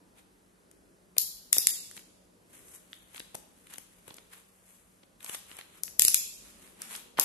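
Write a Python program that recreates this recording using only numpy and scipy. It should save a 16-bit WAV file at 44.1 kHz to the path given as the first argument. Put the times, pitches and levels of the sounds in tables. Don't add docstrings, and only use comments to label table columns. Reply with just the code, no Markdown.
import sys
import numpy as np
from scipy import signal
from scipy.io import wavfile
from scipy.ndimage import uniform_filter1d, minimum_filter1d

SR = 44100
rng = np.random.default_rng(int(sys.argv[2]) if len(sys.argv) > 2 else 0)


def rack_gain(trim_db):
    fader = np.asarray(trim_db, float)
    return 10 ** (fader / 20)


def master_out(mix):
    frames = np.transpose(np.atleast_2d(mix))
    ceiling = np.clip(frames, -1, 1)
    pcm = np.round(ceiling * 32767).astype(np.int16)
    wavfile.write(sys.argv[1], SR, pcm)


N = 319680

# hz, density_db_per_hz
FLOOR = [(12, -42), (20, -26.5), (43, -3), (130, -15), (177, -5.5), (216, -7.5), (377, -6.5), (590, -11),
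         (642, -18.5), (802, -14), (1220, -19), (1330, -18), (3160, -28), (6500, -28.5), (12000, -24),
         (16000, -61.5)]
# hz, level_db
HUM = [(49, -88.5), (100, -77), (185, -70.5)]
# hz, left_right_correlation
LIKENESS = [(60, 0.41), (180, 0.78), (550, 0.15), (1650, -0.39), (4970, 0.87), (11500, -0.22)]
# time_s, bass_db
FAR = [(0, -0.5), (.6, 0), (1.1, -2), (2.198, -3), (2.6, 1), (3.099, -0.5), (3.6, -0.5), (4.501, -2),
       (5.202, -2), (6.2, 1), (6.45, 3.5), (6.9, 5), (7.25, 5)]
# strongest_s, rise_s, fall_s, level_db, brightness_db
STROKES = [(.19, .04, 0.022, -64, -2), (1.97, .03, 0.02, -65, 12.5), (2.548, .04, 0.11, -62, 3),
           (2.69, .06, 0.059, -72, 11), (2.76, .09, 0.022, -61, 6), (2.92, .04, 0.23, -73.5, 6),
           (3.17, .05, 0.02, -56.5, 1), (3.73, .05, 0.043, -57.5, -0.5), (4.09, .04, 0.063, -61, 0),
           (4.335, 0.023, 0.021, -54.5, -1.5), (4.385, .06, 0.033, -62.5, .8), (4.7, .14, .16, -72.5, 5.5),
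           (5.23, .03, .06, -62.5, 2), (5.295, .05, 0.025, -52.5, 4.3), (5.352, .05, 0.0069, -47, 4),
           (5.5, .05, 0.17, -60.5, 0.5), (5.6, .06, 0.025, -55, -4), (5.785, .12, 0.024, -62, -1),
           (6.45, .06, 0.36, -65.5, 1), (6.65, .1, 0.14, -64.5, .8), (6.82, .05, 0.17, -57.5, -2),
           (6.94, .09, 0.071, -50.5, 1.5), (7.182, 0.0072, 0.12, -43, -9.5)]
# start_s, end_s, level_db, brightness_db
SHIFTING = [
    (2.553, 3.418, -75.5, 0.2),
    (3.583, 4.238, -75.5, 2.2),
    (4.45, 4.995, -82, 4.5),
]
# hz, wet_db, t60_s
ROOM = [(300, -36, 0.5), (1020, -40, 1), (1800, -38.5, 0.39), (2640, -40.5, 1), (5310, -36, 0.76),
        (7890, -39.5, 0.71), (11480, -38, 0.55)]
# start_s, peak_db, bright_db, contact_ms
GRIP_TICKS = [(.713, -52.5, 9, 1.8), (1.9127, -41, 7, 0.54), (1.9668, -40.5, -27, .6),
              (1.9743, -39.5, -11, 1.8), (1.9775, -36, -29, 0.35), (1.9935, -43.5, 4, 0.88),
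              (3.1463, -37, .6, 0.88), (3.2014, -30, -15, 1.8), (3.7426, -39, -34.5, 1.1),
              (3.7822, -34, 7, 2), (4.104, -40.5, -26, 6.1), (4.1414, -61, 23, 2.6),
              (4.1662, -60.5, 19, 4.9), (4.1824, -40.5, -35.5, 3.5), (5.2953, -28.5, 1, 1.4),
              (5.3469, -28.5, -29, 0.39), (5.5148, -36.5, -34, 0.73), (5.5869, -34, .6, 4.7),
              (6.9603, -48.5, 18.5, 4.7), (7.1727, -32.5, -9, 3.1)]
# start_s, peak_db, bright_db, contact_ms
PALM_KNOCKS = [(1.1662, -35.5, -1, 3.8), (1.5672, -31, -5.5, 0.69), (3.3452, -35.5, 2.5, 8.4),
               (3.3511, -46.5, 20, 3.5), (4.0786, -38.5, 2, 3.3), (5.0315, -51, -34, 6),
               (5.2451, -40.5, 12.5, 1.6), (5.568, -48.5, 13, 1.5)]
# start_s, peak_db, bright_db, contact_ms
THIN_TICKS = [(2.931, -31.5, -12, 0.5), (3.1608, -36.5, -18, 1.4), (3.179, -35, -24, 1.5),
              (3.1961, -42.5, 15, 2.6), (3.6686, -44.5, 1, 3.6), (3.738, -39, 8.5, .72),
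              (5.2046, -43.5, -2.5, 4.1), (5.228, -44, 5.5, 1.8), (5.2627, -34.5, -10, .83),
              (5.6111, -35, -13, 1.7), (3.7581, -41.5, -1, 0.5), (5.835, -36.5, 20, 0.18),
              (7.211, -37, 17.5, 0.65), (5.879, -36, -14, 2.1), (6.8187, -37.5, 14, 1.1),
              (6.9516, -30, -13, 3)]
# start_s, peak_db, pawl_and_jaw_against_frame_db, handle_push_db, left_right_db
SNAPS = [
    (1.1822, -8, -1, -41, 0),
    (1.5289, -4, -6.5, -43.5, 0),
    (1.5831, -16.5, 8.5, -25.5, -0.5),
    (1.6703, -4, -6.5, -48.5, -0.5),
    (5.995, -3, -6, -40, -0.5),
    (6.0203, -5, -6, -40, 1),
    (6.05, -7, -4, -33, -3),
    (6.082, -8.5, -0.5, -37, -4),
    (6.1441, -3.5, -6.5, -63, 1),
    (7.1973, -7.5, -3.5, -36, 1.5),
]
# hz, width_hz, level_db
STEEL = [(2680, 610, -18.5), (5050, 990, 9), (7620, 2000, -0.5), (8185, 1600, -1), (11810, 3200, 9.5),
         (15250, 12000, 4), (3530, 1000, -15.5)]
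# hz, level_db, t60_s
RINGS = [(3430, -67, .45), (3700, -62, .35), (4380, -63, .35), (5140, -58, .4), (8800, -50, .17),
         (10200, -58, .45), (4990, -62, .45), (5860, -62, .3), (11650, -58, .3)]
# start_s, pitch_hz, rise_hz_per_s, level_db, t60_s
SPRING = [
    (1.182, 10725, 340, -50, .9),
    (1.53, 10640, 340, -47, .8),
    (1.669, 11095, 0, -59, 1.6),
    (1.669, 10560, 0, -63, 1.8),
    (6.144, 10980, 0, -52, .8),
]
# start_s, peak_db, pitch_hz
SET_DOWN = [
    (7.187, -12, 1020),
]
PORT_DB = [4.5, -11]
TOP_DB = [
    [-15],
    [-30],
]


def rms_one(x):
    return x / np.sqrt(np.mean(x ** 2) + 1e-20)


def peak_one(x):
    return x / (2.2 * np.sqrt(np.mean(x[..., :150] ** 2, axis=-1, keepdims=True)))


def at_hz(points, hz, axis=1):
    points = np.array(points)
    return np.interp(np.log(hz), np.log(points[:, 0]), points[:, axis])


def band(x, low_hz, high_hz):
    sos = signal.butter(2, [low_hz, min(high_hz, .45 * SR)], "band", fs=SR, output="sos")
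    return signal.sosfilt(sos, x)


def resonance(x, hz, width_hz):
    r = np.exp(-np.pi * width_hz / SR)
    zeros = np.array([1, 0, -1]) * (1 - r * r) / 2
    poles = [1, -2 * r * np.cos(2 * np.pi * hz / SR), r * r]
    return signal.lfilter(zeros, poles, x + 1e-18)


def drift(rate_hz):
    r = np.exp(-80 * np.pi * rate_hz / SR)
    slow = signal.lfilter([1], [1, -2 * r, r * r], rng.standard_normal(N // 40 + 2002))[2000:]
    return np.interp(np.arange(N) / 40, np.arange(len(slow)), rms_one(slow))


def add(out, start_s, burst):
    i = round(start_s * SR)
    out[..., i:i + burst.shape[-1]] += burst[..., :N - i]


def chatter(contact_ms, fade_ms, shared, size=1200):
    ms = np.arange(size) * 1000 / SR
    shape = np.clip(ms / .3, 0, 1) * np.exp(-np.maximum(ms - contact_ms, 0) / fade_ms)
    white = rng.standard_normal((3, size))
    own = np.sqrt(1 - np.clip(shared, 0, 1) ** 2)
    return shape * (shared * white[0] + own * white[1:])


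def push(hz, size=1200):
    turns = np.arange(size) * hz / SR
    return 3.44 * np.sin(2 * np.pi * turns) * np.exp(-1.4 * turns)


def background():
    floor_db = -64.5 + 2.0
    out, white = 0, rng.standard_normal((2, 2, N))
    edges_hz = 20 * 2 ** np.arange(0, 9.7, 1 / 3)
    far_db = np.interp(np.arange(N) / SR, *np.transpose(FAR))
    together = drift(1.0)
    for k, (low_hz, high_hz) in enumerate(zip(edges_hz, edges_hz[1:])):
        mid, side = band(white[k % 2], low_hz, high_hz)
        hz = np.sqrt(low_hz * high_hz)
        alike = np.clip(at_hz(LIKENESS, hz), -1, 1)
        wander_db = (far_db + 1.8 * together + 2.2 * drift(1.0)) / (1 + (hz / 900) ** 2)
        stereo = np.sqrt(1 + alike) * mid + np.sqrt(1 - alike) * side * [[1], [-1]]
        out = out + rack_gain(at_hz(FLOOR, hz) + wander_db) * stereo
    hum = 0
    for hz, db in HUM:
        level = rack_gain(db + 1.1 * drift(3.2))
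        hum = hum + level * np.sin(2 * np.pi * np.cumsum(hz + 2.7 * drift(3)) / SR)
    return rack_gain(floor_db) * rms_one(out) + hum


def gloves():
    stroke_depth_db = 15
    shift_fade_s = 0.16
    t, low, high = np.arange(N) / SR, 0, 0
    moves = [(s, s, *rest) for s, *rest in STROKES]
    moves += [(a, b, shift_fade_s, shift_fade_s, db, bright_db) for a, b, db, bright_db in SHIFTING]
    for start_s, end_s, rise_s, fall_s, db, bright_db in moves:
        before = np.maximum(start_s - t, 0) / max(rise_s, .004)
        after = np.maximum(t - end_s, 0) / max(fall_s, .004)
        pressure = rack_gain(db - stroke_depth_db * np.minimum(before + after, 8))
        low = low + pressure ** 2
        high = high + (rack_gain(bright_db) * pressure) ** 2
    sizes = rack_gain(3.2 * np.minimum(rng.exponential(1, (2, N)), 5)) * rng.standard_normal((2, N))
    slips = rng.random(N) < 14000 / SR
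    grains = sizes * slips * rack_gain(1.2 * drift(37))
    dull = np.sqrt(low) * rms_one(band(grains, 870, 3700)) * rack_gain(5.0)
    bright = np.sqrt(high) * rms_one(band(grains, 6600, 14000)) * rack_gain(8.0)
    return dull + bright


def workshop(x):
    t = np.arange(SR) / SR
    build = np.clip(.35 + .65 * (t / .013) ** 2, 0, 1) * (t > .003)
    clumps = rack_gain(3.5 * rms_one(band(rng.standard_normal((2, SR)), 60, 400)) * np.exp(-t / .03))
    response, white = 0, rng.standard_normal((2, 2, SR))
    edges_hz = 150 * 2 ** np.arange(0, 7.1, .5)
    for k, (low_hz, high_hz) in enumerate(zip(edges_hz, edges_hz[1:])):
        hz = np.sqrt(low_hz * high_hz)
        t60_s = at_hz(ROOM, hz, axis=2)
        near_shelves = rack_gain(-60 * t / (.6 * t60_s))
        far_walls = .2 * rack_gain(-60 * t / (1.45 * t60_s))
        reflections = band(white[k % 2], low_hz, high_hz) * (near_shelves + far_walls)
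        response = response + rack_gain(at_hz(ROOM, hz)) * reflections
    return signal.fftconvolve(x, response * build * clumps, axes=1)[:, :N]


def ticks():
    out, feed = np.zeros((2, N)), np.zeros((2, N))
    kinds = [   # rows, dull_db, room_db
        (GRIP_TICKS, -8.5, -2),
        (PALM_KNOCKS, -1.5, -2.5),
        (THIN_TICKS, -30, -1)]
    for rows, dull_db, room_db in kinds:
        for start_s, db, bright_db, contact_ms in rows:
            hit = chatter(np.clip(contact_ms, .2, 12), fade_ms=1.0, shared=0.54)
            body = peak_one(band(hit, 1500, 4800))
            bright = rack_gain(bright_db) * peak_one(band(hit, 4500, 15000))
            dull = rack_gain(dull_db) * peak_one(band(hit, 120, 790))
            tick = rack_gain(db) * (body + bright + dull) * rack_gain([[1.5], [-1.5]])
            add(out, start_s - .0003, tick)
            add(feed, start_s, rack_gain(room_db) * tick)
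    return out, feed


def pawl():
    jaw_under_pawl_db = -12
    thump_db, thump_hz = -58.5, 140
    out, shoves, strikes = np.zeros((2, N)), np.zeros((2, N)), np.zeros((len(RINGS), N))
    for start_s, db, pawl_db, push_db, pan_db in SNAPS:
        hit = chatter(contact_ms=1.2, fade_ms=.7, shared=.4)
        hit = hit + .1 * chatter(contact_ms=3, fade_ms=3, shared=.3)
        parts = [rack_gain(level_db) * peak_one(resonance(hit, hz, width_hz)) * (-1) ** k
                 for k, (hz, width_hz, level_db) in enumerate(STEEL)]
        frame = parts[0] + parts[6] + 1.91 * (parts[2] + parts[3])
        jaw = rack_gain(pawl_db + jaw_under_pawl_db) * parts[1]
        steel = frame + jaw + rack_gain(pawl_db) * (parts[4] + parts[5])
        add(out, start_s - .0004, rack_gain(db) * steel * rack_gain([[pan_db / 2], [-pan_db / 2]]))
        shove = push(hz=390) + 0.043 * push(hz=95) + 0.067 * peak_one(band(hit, 410, 1400))
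        add(shoves, start_s, rack_gain(db) * rack_gain(push_db) * shove * rack_gain([[4], [-8]]))
        add(shoves, start_s, rack_gain(thump_db) * push(thump_hz, size=4000) * rack_gain([[2.5], [-2.5]]))
        strikes[:, round(start_s * SR)] = rack_gain(db + 15 + rng.normal(0, 3, len(RINGS)))
    for k, (hz, level_db, t60_s) in enumerate(RINGS):
        r, w = rack_gain(-60 / (t60_s * SR)), 2 * np.pi * hz / SR
        tone = signal.lfilter([0, np.sin(w)], [1, -2 * r * np.cos(w), r * r], strikes[k] + 1e-18)
        out += rack_gain(level_db) * tone * [[1], [(-1) ** k * 1.5]]
    return out, shoves


def spring():
    out = np.zeros((2, N))
    t = np.arange(SR) / SR
    for start_s, hz, rise_hz_per_s, db, t60_s in SPRING:
        tone = np.sin(2 * np.pi * (hz + rise_hz_per_s * t / 2) * t)
        add(out, start_s, rack_gain(db - 60 * t / t60_s) * tone * [[1], [1]])
    return out


def set_down():
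    out, feed = np.zeros((2, N)), np.zeros((2, N))
    for start_s, db, hz in SET_DOWN:
        level = rack_gain(db - 9)
        add(out, start_s + 0.0019, -level * band(push(hz), 164, 3000) * rack_gain([[.5], [-.5]]))
        add(feed, start_s + 0.002, level * band(push(hz), 197, 5200))
    return out, feed


def ports(x):
    port_hz, port_width_hz = 11800, 2400
    hand_hz, hand_width_hz, hand_db = 4800, 3500, -4
    left, right = (side + (rack_gain(db) - 1) * resonance(side, port_hz, port_width_hz)
                   for side, db in zip(x, PORT_DB))
    left = left + (rack_gain(hand_db) - 1) * resonance(left, hand_hz, hand_width_hz)
    return np.array([left, right])


def scene():
    floor, rub = background(), gloves()
    tick, tick_feed = ticks()
    snaps, shoves = pawl()
    laid, laid_feed = set_down()
    echo = workshop(snaps + tick_feed + laid_feed + rub)
    near = snaps + shoves + tick + laid + rub + spring() + echo
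    return ports(near) + floor


def thin_slices(x, edge_hz, size=1024, count=6):
    top_drop, mid_drop = .87, .08
    bins_hz, _, z = signal.stft(x, fs=SR, nperseg=size)
    starts = np.arange(0, len(bins_hz), count)
    hz = bins_hz[starts]
    level_db = 10 * np.log10(np.add.reduceat(np.abs(z) ** 2, starts, axis=1) + 1e-20)
    level_db = uniform_filter1d(level_db, size=3, axis=2)
    middle = (hz > 2400) & (hz < 10000)
    top = (hz > edge_hz) & (hz < 17500)
    frame_db = np.max(level_db[:, middle], axis=1, keepdims=True)
    attack = minimum_filter1d(-np.gradient(frame_db, axis=2), size=7, axis=2) < -3
    luck_db = rms_one(uniform_filter1d(rng.standard_normal(level_db.shape[1:]), size=6, axis=1))
    top_bias_db = -13 * (hz < 13000)[:, None] - 9 * (hz > 15600)[:, None]
    top_worth = level_db - .75 * frame_db + 7 * luck_db + top_bias_db
    top_worth = np.where(top[:, None], top_worth, np.nan)
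    mid_bias_db = 40 * attack + 3 * (np.abs(hz - 4300) > 1300)[:, None]
    mid_worth = .8 * (level_db - frame_db) - .07 * frame_db + 5 * luck_db + mid_bias_db
    mid_worth = np.where(middle[:, None], mid_worth, np.nan)
    drop = top_worth < np.nanquantile(top_worth, top_drop)
    drop = drop | (mid_worth < np.nanquantile(mid_worth, mid_drop))
    kept = z * ~drop[:, np.arange(len(bins_hz)) // count]
    return signal.istft(kept, fs=SR, nperseg=size)[1][:, :N]


def band_limit(x):
    return signal.sosfilt(signal.butter(12, 16810, fs=SR, output="sos"), x)


def record(dry):
    edge_hz = 12020
    edge = signal.ellip(10, .2, 70, edge_hz, fs=SR, output="sos")
    low = signal.sosfiltfilt(edge, dry)
    thinned = thin_slices(low + rack_gain(TOP_DB) * (dry - low), edge_hz)
    soft = thinned / (1 + (np.abs(thinned) / .64) ** 6) ** (1 / 6)
    mix = signal.sosfilt(signal.cheby2(10, 60, 16800, fs=SR, output="sos"), soft)
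    return band_limit(mix)


dry = scene()
out = record(dry)
master_out(out)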